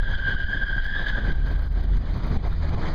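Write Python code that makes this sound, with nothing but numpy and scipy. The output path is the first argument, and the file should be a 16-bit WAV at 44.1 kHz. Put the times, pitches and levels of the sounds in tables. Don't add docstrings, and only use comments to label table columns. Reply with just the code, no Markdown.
import sys
import numpy as np
from scipy import signal
from scipy.fft import rfft, irfft
from scipy.io import wavfile
from scipy.ndimage import uniform_filter1d

SR = 44100
rng = np.random.default_rng(int(sys.argv[2]) if len(sys.argv) > 2 else 0)


def invert_db(x):
    u = np.asarray(x, float) / 20
    return 10 ** u


def pcm_store(signal):
    levels = np.round(np.clip(np.atleast_2d(signal), -1, 1) * 32767)
    wavfile.write(sys.argv[1], SR, levels.astype(np.int16).T)


N = 129654
TIME = np.arange(N) / SR

# [multiple, level/dB]
SLIP_HARMONICS = [(1, 3), (2, -14), (3, -25.5), (4, -42.5)]
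# [t/s, roar/dB, body boom/dB, cabin boom/dB, deep roar/dB]
ROLLING = [(0, -43.5, -19.5, -52, -14.5), (.3, -41.5, -30, -50.5, 2.5), (.45, -45, -25, -50.5, -3),
           (.56, -44, -31.5, -30, 2.5), (.75, -46.5, -24.5, -40.5, -0.5), (.95, -43, -26.5, -42.5, -8),
           (1.1, -39, -28, -32.5, 1.5), (1.25, -40.5, -29, -26.5, 2), (1.4, -40.5, -25, -28, 0.5),
           (1.7, -48, -31.5, -26.5, 2), (1.9, -39.5, -51, -19.5, 3.5), (2.1, -44.5, -24.5, -30, 0),
           (2.3, -39.5, -33, -26.5, 3.5), (2.45, -35, -23.5, -31, 2), (2.6, -42, -26, -31.5, -9.5),
           (2.75, -35.5, -25, -50, 5.5), (2.86, -32.5, -27, -47, -6.5), (2.94, -38.5, -25.5, -45, -2.5)]
# [t/s, overload of the gain control/dB, push of the body/-1..1]
BODY_JOLTS = [(.01, 8.5, -0.15), (0.157, 6, -0.14), (0.207, 7, 0.13), (0.353, 7.5, -0.18),
              (0.446, 6.5, 0.19), (0.584, 4, -0.048), (0.639, 5, -0.13), (0.727, -1.5, -0.075),
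              (0.804, 5, -0.12), (0.869, 8.5, -0.15), (1.031, 4.5, -0.092), (1.107, 7, -0.13),
              (1.203, 5, 0.023), (1.33, 8.5, 0.25), (1.36, 10.5, -0.22), (1.49, 2, 0.025),
              (1.566, 4, -0.088), (1.679, 8, -0.082), (1.814, 6.5, 0.17), (1.859, 10, 0.074),
              (1.981, 7.5, -0.26), (2.375, 12, -0.25), (2.481, 8, 0.17), (2.54, 7.5, 0.17),
              (2.698, 5.5, -0.097), (2.75, 8, 0.14), (2.892, 2.5, -.08)]


def read(points, hz):
    f, value = np.transpose(points)
    return np.interp(np.log(hz + 1), np.log(f + 1), value)


def curve(table):
    rows = np.transpose(table)
    return [np.interp(TIME, rows[0], r) for r in rows[1:]]


def evened(x):
    return x / np.sqrt(np.mean(x ** 2) + 1e-20)


def tinted(x, gain):
    hz = np.fft.rfftfreq(x.shape[-1], 1 / SR)
    return irfft(rfft(x) * gain(hz), x.shape[-1])


def noise(gain):
    return evened(tinted(rng.standard_normal(N), gain))


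def drift(hz, count=1):
    return evened(tinted(rng.standard_normal((count, N)), lambda f: 1 / (1 + (f / hz) ** 4)))


def phase(hz):
    return 2 * np.pi * np.cumsum(hz, axis=-1) / SR


def ducking_db():
    recover_db_per_s = 90.5
    jolts = np.array(BODY_JOLTS)
    since = TIME - jolts[:, :1]
    over = np.where(since > 0, jolts[:, 1:2] - recover_db_per_s * since, 0)
    return uniform_filter1d(np.maximum(over.max(axis=0), 0), size=180)


def squeal():
    # [t/s, level/dB, slip pitch f/Hz, spread of the ribs/ratio, scuff/dB]
    scrub = [(.03, -35, 1635, 0.31, -50), (.13, -29.5, 1592, 1.35, -57.5), (.28, -27.5, 1583, 1.276, -48.5),
             (.42, -32, 1597, 0.98, -57), (.56, -26.5, 1631, 0.85, -55), (.68, -30.5, 1597, 0.73, -59.5),
             (.84, -35, 1612, 0.94, -54), (.88, -24.5, 1609, 0.86, -46), (.97, -30.5, 1688, .8, -57.5),
             (1.08, -30, 1609, 1.64, -47), (1.16, -33.5, 1608, 1.33, -61.5), (1.3, -39, 1590, 0.98, -55.5),
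             (1.4, -40, 1570, 1, -67.5), (1.5, -42, 1570, 1.12, -59.5), (1.65, -51.5, 1585, 0.97, -83),
             (1.81, -47.5, 1567, 1.074, -58.5), (2.1, -64, 1542, 1.26, -69), (2.5, -81, 1536, 1.284, -70)]
    rib_db = [
        [-11],
        [-3],
        [0],
        [0],
        [-3],
        [-11],
    ]
    # [f/Hz, density/dB per Hz]
    scuff_colour = [(1250, -16.5), (1600, 8), (1950, 3), (2300, -15.5), (3000, 3), (3750, -4.5), (4150, -8),
                    (8000, -14)]
    level_db, hz, spread, scuff_db = curve(scrub)
    offset = 0.025 * spread * (np.arange(6)[:, None] - 5 / 2)
    wander = 0.017 * tinted(drift(55, count=6), lambda f: f > 8)
    turns = phase(hz * (1 + offset + wander))
    grip_db = 4 * tinted(drift(45, count=6), lambda f: f > 5)
    grip = invert_db(grip_db + rib_db)
    ribs = np.zeros(N)
    for k, db in SLIP_HARMONICS:
        edge_db = 5.5 * (k > 1)
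        ribs += invert_db(db + edge_db) * (grip * np.cos(k * turns)).sum(axis=0)
    grit = noise(lambda f: invert_db(read(scuff_colour, f)) * (f > 900))
    near = bites() + invert_db(level_db - 7) * evened(ribs)
    near = near + invert_db(scuff_db + 8 + 3 * drift(50)[0]) * grit
    return garage(near)


def bites():
    # [t/s, peak level/dB, f/Hz, length/s]
    rib_bites = [(0.0292, -35, 1387, 0.017), (0.0303, -25, 1598, 0.013), (0.055, -35.5, 1653, 0.015),
                 (0.1084, -26.5, 1645, 0.013), (0.1357, -21.5, 1557, 0.016), (0.2217, -28, 1558, 0.014),
                 (0.2364, -18.5, 1572, 0.011), (0.266, -18, 1609, 0.013), (0.3113, -18.5, 1590, 0.014),
                 (0.3661, -28.5, 1507, 0.011), (0.3994, -24.5, 1595, 0.011), (0.41, -27.5, 1653, 0.016),
                 (0.4325, -28, 1598, 0.011), (0.463, -31, 1685, 0.012), (0.5215, -23, 1554, 0.013),
                 (0.5312, -20, 1660, 0.011), (0.615, -22.5, 1647, 0.013), (0.6297, -20, 1575, 0.017),
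                 (0.6677, -21, 1610, 0.011), (0.681, -17.5, 1561, 0.012), (0.7458, -26, 1627, 0.015),
                 (0.78, -18, 1587, 0.013), (0.854, -22.5, 1660, 0.015), (0.8833, -22, 1742, 0.016),
                 (0.902, -23, 1627, 0.011), (0.945, -23, 1667, 0.011), (0.9577, -20, 1669, 0.015),
                 (0.9914, -29, 1643, 0.013), (1.0265, -27.5, 1645, 0.016), (1.062, -25.5, 1660, 0.013),
                 (1.093, -21, 1674, 0.013), (1.1285, -24, 1511, 0.017), (1.1484, -25, 1620, 0.015),
                 (1.1802, -25, 1640, 0.014), (1.2787, -31, 1568, 0.021), (1.296, -26, 1592, 0.015)]
    out = np.zeros(N)
    for s, peak_db, hz, length in rib_bites:
        t = np.arange(round(max(length, .004) * SR)) / SR
        swell = np.sin(np.pi * (t / t[-1]) ** 0.46)
        tone = sum(invert_db(db) * np.cos(2 * np.pi * k * hz * t) for k, db in SLIP_HARMONICS)
        out[round(s * SR):][:len(t)] += invert_db(peak_db - 6.5) * swell * tone
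    return out * invert_db(.5 * ducking_db())


def garage(near):
    t60_s, level_db = 0.96, 0.5
    tail = rng.standard_normal(SR) * invert_db(-60 * np.arange(SR) / SR / t60_s)
    tail = tail / np.linalg.norm(tail)
    return near + invert_db(level_db) * signal.fftconvolve(near, tail)[:N]


def outer():
    # [t/s, level/dB, upper slip tone f/Hz]
    chirps = [
        (0, -56.5, 3508),
        (.12, -46.5, 3310),
        (.3, -40, 3109),
        (.5, -51, 3070),
        (.84, -68, 3320),
        (.93, -50, 3450),
        (1.02, -45.5, 3766),
        (1.09, -44.5, 3590),
        (1.2, -53.5, 3500),
    ]
    level_db, hz = curve(chirps)
    turns = phase(hz * (1 + .035 * drift(90, count=3)))
    rough = invert_db(4.1 * drift(45, count=3))
    tones = rough * (np.cos(turns) + 0.36 * np.cos(turns / 2))
    fade_db = 90 * np.maximum(TIME - chirps[-1][0], 0)
    return invert_db(level_db - fade_db) * evened(tones.sum(axis=0))


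def boom():
    # [f/Hz, density/dB per Hz]
    boom_colour = [(8, -3.5), (22, 5), (30, 1), (45, -1.5), (60, -16), (80, -13.5), (130, -15.5)]
    cabin_hz, cabin_width_hz, push_s = 42, 5.6, 0.0053
    _, body_db, cabin_db, _ = curve(ROLLING)
    body = noise(lambda f: invert_db(read(boom_colour, f)) * (f > 6) / (1 + (f / 120) ** 6))
    cabin = noise(lambda f: 1 / (1 + ((f - cabin_hz) / cabin_width_hz) ** 2))
    drum = invert_db(body_db) * 1.75 * np.tanh(body / 1.11)
    drum = drum + invert_db(cabin_db) * 2.33 * np.tanh(cabin / 1.33)
    jolts = np.array(BODY_JOLTS)
    u = (TIME - jolts[:, :1]) / push_s
    push = (jolts[:, 2:] * (1 - 0.27 * u ** 2) * np.exp(-u ** 2 / 2)).sum(axis=0)
    held = 1 - np.minimum(6 * abs(push), 1)
    return (drum * held + push) * invert_db(0.76 * ducking_db())


def roar():
    # [f/Hz, density/dB per Hz]
    roar_colour = [(60, 4.5), (150, -1.5), (300, -11.5), (700, -15), (1900, -22.5), (2550, -25.5),
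                   (2900, -29), (5000, -27.5)]
    deep_hz = 298
    level_db, _, _, deep_db = curve(ROLLING)
    hz = np.fft.rfftfreq(512, 1 / SR)
    a, b, patches = rng.standard_normal((N // 128 + 5, 257, 3)).T
    patches = uniform_filter1d(patches, size=8, axis=0)
    patches = evened(uniform_filter1d(patches, size=10, axis=1))
    limits = (hz > 70) / (1 + (hz / 9000) ** 6)
    z = (a + 1j * b) * invert_db(read(roar_colour, hz)[:, None] + 2.06 * patches) * limits[:, None]
    wide = evened(signal.istft(z, nperseg=512, noverlap=384)[1][:N])
    deep = tinted(wide, lambda f: 1 / (1 + (f / deep_hz) ** 2))
    flutter_db = 1.5 * tinted(drift(30)[0], lambda f: f > 8)
    return invert_db(level_db + 8.5 + flutter_db) * (wide + (invert_db(deep_db) - 1) * deep)


def engine():
    # [t/s, firing f/Hz, level/dB]
    firing = [
        (0, 83.5, -36),
        (.4, 80.7, -40),
        (.8, 49.99, -41.5),
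        (1.2, 52.26, -30.5),
        (1.45, 70.4, -29.5),
        (1.8, 73.3, -31.5),
        (2.3, 76.58, -31.5),
        (2.7, 77.33, -26.5),
        (2.8, 76.34, -35),
        (2.94, 74.06, -33.5),
    ]
    # [multiple, level/dB, gain at open throttle/dB]
    orders = [(1, -0.5, 3), (2, -12.5, 11.5), (3, -25.5, -16), (4, -23, 15.5), (5, -29.5, 11),
              (6, -39.5, 12)]
    open_s, open_length_s = 2.73, 0.18
    hz, level_db = curve(firing)
    turns = phase(hz * (1 + 0.0263 * drift(8.06)[0]))
    throttle = np.clip((TIME - open_s) / open_length_s, 0, 1)
    waver_db = 1.9 * drift(7.0, count=6)
    tones = np.zeros(N)
    for i, (k, db, more) in enumerate(orders):
        tones += invert_db(db + more * throttle + waver_db[i]) * np.cos(k * turns + i)
    return np.sqrt(2) * invert_db(level_db + 1.01 * ducking_db()) * tones


def flicks():
    # [t/s, level/dB, length/s]
    grit_puffs = [
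        (0.846, -37, 0.0056),
        (1.328, -66, 0.0034),
        (2.34, -59, .002),
    ]
    # [t/s, level/dB]
    grit_ticks = [(1.4845, -47), (1.5474, -59), (1.7848, -52), (1.8337, -53), (1.9185, -48), (1.9565, -57),
                  (2.2338, -49), (2.2653, -52), (2.2952, -57), (2.7048, -55)]
    tick_s, tick_db = .004, 11.5
    puffs = sum(invert_db(db) * np.exp(-((TIME - s) / length) ** 4) for s, db, length in grit_puffs)
    for s, db in grit_ticks:
        puffs = puffs + invert_db(db + tick_db) * (TIME > s) * np.exp(-abs(TIME - s) / tick_s)
    return puffs * noise(lambda f: np.clip(f / 6500, 0, 1) ** 2)


def scene():
    return (squeal() + outer() + boom() + roar() + engine() + flicks())[None]


def gain_control(x):
    knee_db, squeeze, release_db_per_s = -17, .4, 86.0
    x = x * invert_db(-ducking_db())
    peak_db = 10 * np.log10(abs(uniform_filter1d(x[0] ** 2, size=200)) + 1e-12)
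    fall_db = TIME * release_db_per_s
    held_db = np.maximum.accumulate(peak_db + fall_db) - fall_db
    over_db = np.maximum(held_db - knee_db, 0)
    return x * invert_db(-squeeze * uniform_filter1d(over_db, size=200))


def converter(x):
    # [t/s, level/dB]
    large_swings = [(0.1007, -62), (0.1546, -64), (0.2015, -61), (0.3487, -61), (0.4424, -61),
                    (0.4923, -68), (0.8495, -69), (0.853, -65), (0.8635, -58), (1.3259, -55), (1.3564, -58),
                    (1.4666, -59), (1.5215, -60), (1.5574, -62), (1.5858, -61), (1.6203, -59),
                    (1.6562, -62), (1.6826, -61), (1.7235, -60), (1.8098, -56), (1.8363, -58),
                    (1.8827, -60), (1.969, -57), (2.1082, -60), (2.1406, -62), (2.174, -59), (2.2673, -58),
                    (2.2937, -61), (2.3411, -58), (2.3721, -58), (2.4748, -56), (2.4928, -60),
                    (2.5267, -60), (2.5871, -63), (2.6913, -59), (2.7442, -60)]
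    # [f/Hz, level/dB]
    ghost_tones = [(4790, 16), (9580, 29), (11990, 29), (14385, 29)]
    swing_db, swing_s, lag_s = -11, .0024, .0025
    swing = np.zeros(N)
    for s, db in large_swings:
        swing += invert_db(db + swing_db) * np.exp(-((TIME - s - lag_s) / swing_s) ** 2)
    ghosts = sum(invert_db(db) * np.cos(2 * np.pi * hz * TIME) for hz, db in ghost_tones)
    hiss = noise(lambda f: f > 8000)
    hiss_level = invert_db(20) * swing + invert_db(-55 - ducking_db() + 3 * drift(25)[0])
    return x + swing * ghosts + hiss * hiss_level


def microphone(x):
    # [f/Hz, width/Hz]
    hollows = [(2702, 342), (5490, 1035), (7800, 880), (10930, 250)]
    # [f/Hz, level/dB]
    mic_colour = [(4950, 0.5), (5050, -2.5), (6500, -11.5), (7300, -19.5), (8200, -25.5), (9500, -25),
                  (14500, -23), (15100, -37)]

    def response(f):
        notches = [abs(f - hz) / np.hypot(f - hz, width) for hz, width in hollows]
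        return invert_db(read(mic_colour, f)) * np.prod(notches, axis=0)

    return tinted(x, response)


def low_pass(x):
    return signal.sosfilt(signal.butter(12, 15130, fs=SR, output="sos"), x)


def record(dry):
    mix = microphone(converter(gain_control(dry)))
    return low_pass(mix)


dry = scene()
out = record(dry)
pcm_store(out)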